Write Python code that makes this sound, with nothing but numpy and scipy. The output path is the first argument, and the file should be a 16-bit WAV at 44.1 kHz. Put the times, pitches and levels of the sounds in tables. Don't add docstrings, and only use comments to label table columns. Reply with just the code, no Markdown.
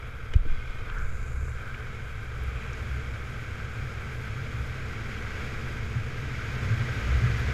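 import sys
import numpy as np
from scipy import signal
from scipy.fft import rfft, irfft, next_fast_len
from scipy.io import wavfile
from scipy.ndimage import uniform_filter1d

SR = 44100
rng = np.random.default_rng(int(sys.argv[2]) if len(sys.argv) > 2 else 0)


def to_wav(s):
    ch = np.atleast_2d(s).T
    pcm = np.round(np.clip(ch, -1, 1) * 32767)
    wavfile.write(sys.argv[1], SR, pcm.astype(np.int16))


N = 332073
T = np.arange(N) / SR
HZ = np.fft.rfftfreq(N, 1 / SR)


# pitch_hz, width_hz, facing_ahead_db, looking_down_db
BOARD_MODES = [(226, 33, -2, 0), (453, 116, -1, 1), (614, 460, -9, -11), (1040, 44, -12.5, -6),
               (1340, 274, -0.5, 0.5), (1546, 112, 1.5, 3.5), (2175, 210, -5.5, -4), (2333, 324, -5, -6.5),
               (3230, 360, -12, -29), (3790, 210, -20, -19), (4700, 820, -28.5, -26),
               (6950, 1100, -33, -16.5), (7830, 760, -33.5, -28), (9500, 1400, -58, -33),
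               (11060, 750, -33.5, -27)]
def wheels(level_db=-43.5, diameter_m=0.07, glance_db=-1.5, throb_db=0.5, patchy_db=0.5, merge_s=5):
    turns_per_s = speed_m_per_s() / (np.pi * diameter_m) * (1 + 0.037 * wander(5.1))
    turns = np.cumsum(turns_per_s) / SR
    contact = amp(throb_db * np.sin(2 * np.pi * turns) + patchy_db * wander(25))
    strikes = 1.2 * np.exp(-T / merge_s) * grains(1500, 2.9)
    road = (strikes + rng.standard_normal(N)) * contact
    ahead = steady(colour(road, resonances(BOARD_MODES, column=2)), samples=6000)
    down = steady(colour(road, resonances(BOARD_MODES, column=3)), samples=6000)
    tilt = head_tilt()
    gain = amp(level_db + 0.78 * speed_db() + roughness_db() + glance_db * tilt)
    return gain * ((1 - tilt) * ahead + tilt * down)


# frequency_hz, gain_db
RUSH_TONE = [(100, 2), (260, 1.5), (400, -2.5), (600, -9), (900, -11.5), (1450, -4.5), (2250, -2.5),
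             (2900, -10), (4200, -16.5), (5000, -18), (6000, -20.5), (6700, -22), (8700, -35), (15000, -40)]
# pitch_hz, width_hz, gain_db
CASE_CAVITIES = [(220, 13, 11), (438, 22, 3), (1625, 136, 0.5), (1953, 95, -1), (4930, 160, -16.5),
                 (5410, 140, -18), (6600, 230, -19)]
def air_rush(level_db=-43.5, speed_power=3.03, shelter_db=-6, flutter_db=0.5):
    tone = np.hypot(spectrum(RUSH_TONE), resonances(CASE_CAVITIES))
    turbulence = rng.standard_normal(N) + 0.3 * grains(2500, 3.5)
    hiss = unit(colour(turbulence, tone))
    drive_db = speed_power * speed_db() + roughness_db()
    return hiss * amp(level_db + drive_db + shelter_db * head_tilt() + flutter_db * wander(22))


# frequency_hz, gain_db
BUFFET_TONE = [(6, 5), (14, 1), (28, 4), (48, -7.5), (90, -14.5), (200, -32), (600, -62.5), (4000, -105)]
# time_s, level_db
BUFFET_FADER = [(0, -42.5), (0.7, -33.5), (2.7, -42), (4.2, -43), (5.7, -37.5), (7.53, -45)]
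# pitch_hz, width_hz, gain_db
SWAY_MODES = [(65, 6.9, 5.5), (64.3, 45, -7)]
# pitch_hz, width_hz, gain_db
SHAKE_MODES = [(97.4, 35, -9), (109.2, 13, -5.5), (122.4, 14.2, -3), (165.5, 19.4, -20)]
def wind(sway_db=-40.5, sway_power=1.02, shake_db=-38, shake_power=2.5, lumpy_db=0.24):
    def rumble(tone):
        noise = colour(rng.standard_normal(N), tone)
        return steady(noise, samples=4500) * amp(lumpy_db * wander(3.3))

    buffet = rumble(spectrum(BUFFET_TONE)) * amp(curve(BUFFET_FADER) + gust_db(hz=28))
    sway = rumble(resonances(SWAY_MODES)) * amp(sway_db + sway_power * speed_db() + gust_db(hz=65))
    shake = rumble(resonances(SHAKE_MODES)) * amp(shake_db + shake_power * speed_db() + gust_db(hz=122.4))
    return buffet + sway + shake


# centre_s, lift_db, half_length_s, centre_hz
EDDIES = [(0.43, 15, 0.069, 22.5), (1.078, 10, 0.097, 33), (1.413, 13, 0.099, 73), (2.476, 12, 0.075, 61),
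          (2.94, 9.5, .13, 67), (3.826, 10, 0.018, 95), (4.395, 2.5, 0.13, 125), (4.624, 7.5, 0.04, 62),
          (5.4, -3, 0.45, 109.4), (5.845, 8, 0.022, 66), (5.977, 8.5, 0.032, 125), (6.74, 9.5, 0.081, 128),
          (7.137, 15.5, 0.1, 63), (7.263, 10, 0.041, 122), (7.44, 10, .08, 65)]
def gust_db(hz, spread_octaves=0.49):
    lift_db = np.zeros(N)
    for centre_s, db, half_s, centre_hz in EDDIES:
        octaves_away = np.log2(hz / centre_hz)
        lift_db += db * bell((T - centre_s) / half_s) * bell(octaves_away / spread_octaves)
    return lift_db


# centre_s, peak_db, half_length_s
MOUNT_JOLTS = [(0.355, -19.5, 0.022), (0.3635, -6.5, 0.0035), (0.4, -14, 0.0112), (0.516, -14.5, 0.019)]
def jolts():
    out = np.zeros(N)
    for centre_s, peak_db, half_s in MOUNT_JOLTS:
        offset = (T - centre_s) / half_s
        out += amp(peak_db) * (1 - offset ** 2) * bell(offset)
    return out


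# pitch_hz, pole_width_hz, peak_db, burst_t60_s
KNOCK_MODES = [(374, 390, -34, .05), (1960, 5000, -28.5, 0.024), (3030, 440, -36.5, 0.015),
               (5670, 5000, -41.5, 0.022)]
# start_s, peak_db, pitch_hz, pole_width_hz, burst_t60_s
GRIT_AND_RATTLES = [(0.3625, -42, 6000, 16000, .012), (0.4490, -36.5, 350, 330, .06),
                    (0.8980, -35, 2500, 2800, .028), (0.9823, -47, 5700, 2600, .035),
                    (1.7438, -29.5, 2250, 1500, .02), (2.4355, -51, 11200, 3000, .011),
                    (2.7313, -41, 5900, 3800, .017)]
def knock_and_ticks(knock_s=0.336, rise_s=0.0016):
    out, t = np.zeros(N), np.arange(4096) / SR
    knock = [(knock_s, db, hz, width, t60) for hz, width, db, t60 in KNOCK_MODES]
    for start_s, peak_db, pitch_hz, width_hz, t60_s in knock + GRIT_AND_RATTLES:
        burst = rng.standard_normal(len(t)) * np.clip(t / rise_s, 0, 1) * amp(-60 * t / t60_s)
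        pole = np.exp((-np.pi * width_hz + 2j * np.pi * pitch_hz) / SR)
        ring = signal.lfilter([1], np.poly([pole] * 4), burst).real
        out[round(start_s * SR):][:len(t)] += amp(peak_db) * ring / abs(ring).max()
    return out


# centre_s, level_db, half_length_s, pitch_hz, width_hz
CARVES = [(0.968, -41.5, 0.068, 1440, 320), (1.717, -46, 0.12, 1490, 372), (2.596, -51, 0.11, 2360, 450)]
def scrubs():
    out = np.zeros(N)
    for centre_s, level_db, half_s, pitch_hz, width_hz in CARVES:
        slips = colour(grains(2300, 2.7), resonances([(pitch_hz, width_hz, 0)]))
        out += steady(slips, samples=3000) * amp(level_db) * bell((T - centre_s) / half_s)
    return out


# frequency_hz, gain_db
SPRAY_TONE = [(2000, -22), (6000, 6.5), (8500, 4.5), (11500, 4), (13000, 4), (15000, -2.5)]
def spray(level_db=-69, road_share=0.44, flutter_db=1.5):
    droplets = grains(3600, 3.5) + rng.standard_normal(N)
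    fizz = unit(colour(droplets, spectrum(SPRAY_TONE)))
    return fizz * amp(level_db + speed_db() + road_share * roughness_db() + flutter_db * wander(17))


def near_echo(x, start_s=0.42, end_s=0.86, fade_s=0.071, strength=0.85, low_cut_hz=1900):
    send = strength * np.clip(np.minimum(T - start_s, end_s - T) / fade_s, 0, 1)
    delay_s = np.interp(T, (start_s, end_s), (0.00333, 0.00324))
    treble = colour(x, HZ ** 2 / (HZ ** 2 + low_cut_hz ** 2))
    reflection = np.interp(T - delay_s, T, treble)
    return (x + send * reflection) / np.sqrt(1 + send ** 2 / 2)


# time_s, tilt
HEAD_MOVES = [(0.86, 0), (1.04, 0.71), (1.5, 1), (1.6, 0.21)]
def head_tilt():
    return curve(HEAD_MOVES)


# time_s, roughness_db
ASPHALT = [(0, 0), (0.3, -2), (0.7, 1), (2.25, -0.66), (2.65, 1), (3.3, 0.2), (4.85, -0.25), (5.4, 1.6),
           (6.05, -1.74), (6.75, 2.2), (7.53, 2.5)]
def roughness_db():
    return curve(ASPHALT)


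def speed_m_per_s(start_m_per_s=7.525, accel_m_per_s2=0.64):
    return start_m_per_s + accel_m_per_s2 * T


def speed_db(cruise_m_per_s=10):
    return 20 * np.log10(speed_m_per_s() / cruise_m_per_s)


def amp(db):
    return 10 ** (np.asarray(db) / 20)


def unit(x):
    return x / np.sqrt(np.mean(x ** 2) + 1e-20)


def bell(x):
    return np.exp(-x ** 2 / 2)


def curve(points):
    return np.interp(T, *np.transpose(points))


def spectrum(points):
    hz, db = np.transpose(points)
    return amp(np.interp(np.log(HZ + 1), np.log(hz), db))


def resonances(rows, column=2):
    peaks = (amp(row[column]) / (1 + (1.57 * (HZ - row[0]) / row[1]) ** 2) for row in rows)
    return np.sqrt(sum(peak ** 2 for peak in peaks))


def colour(x, gain):
    size = next_fast_len(N, True)
    bin_gain = np.interp(np.fft.rfftfreq(size, 1 / SR), HZ, gain)
    return irfft(rfft(x, size) * bin_gain, size)[:N]


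def wander(rate_hz):
    return unit(colour(rng.standard_normal(N), np.exp(-(HZ / rate_hz) ** 2)))


def steady(x, samples):
    power = uniform_filter1d(uniform_filter1d(x ** 2, samples), samples)
    return x / np.sqrt(abs(power) + 1e-20)


def grains(per_s, spread_db):
    strength = amp(spread_db * np.minimum(rng.exponential(1, N), 4.5))
    return unit(strength * rng.choice([-1, 1], N) * (rng.random(N) < per_s / SR))


def scene():
    rolling = near_echo(wheels() + air_rush())
    return (rolling + scrubs() + spray() + wind() + knock_and_ticks() + jolts())[None]


def record(dry, threshold_db=-13, release_db_per_s=55, squeeze=0.41, cutoff_hz=15350):
    peak_db = 20 * np.log10(abs(dry[0]) + 1e-9)
    fall_db = release_db_per_s * T
    held_db = np.maximum.accumulate(peak_db + fall_db) - fall_db
    over_db = np.maximum(held_db - threshold_db, 0)
    duck_db = squeeze * signal.lfilter(np.ones(300), [300], over_db)
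    band_limit = signal.firwin(511, cutoff_hz, window=("kaiser", 9), fs=SR)
    return signal.oaconvolve(dry * amp(-duck_db), band_limit[None], "same")


dry = scene()
out = record(dry)
to_wav(out)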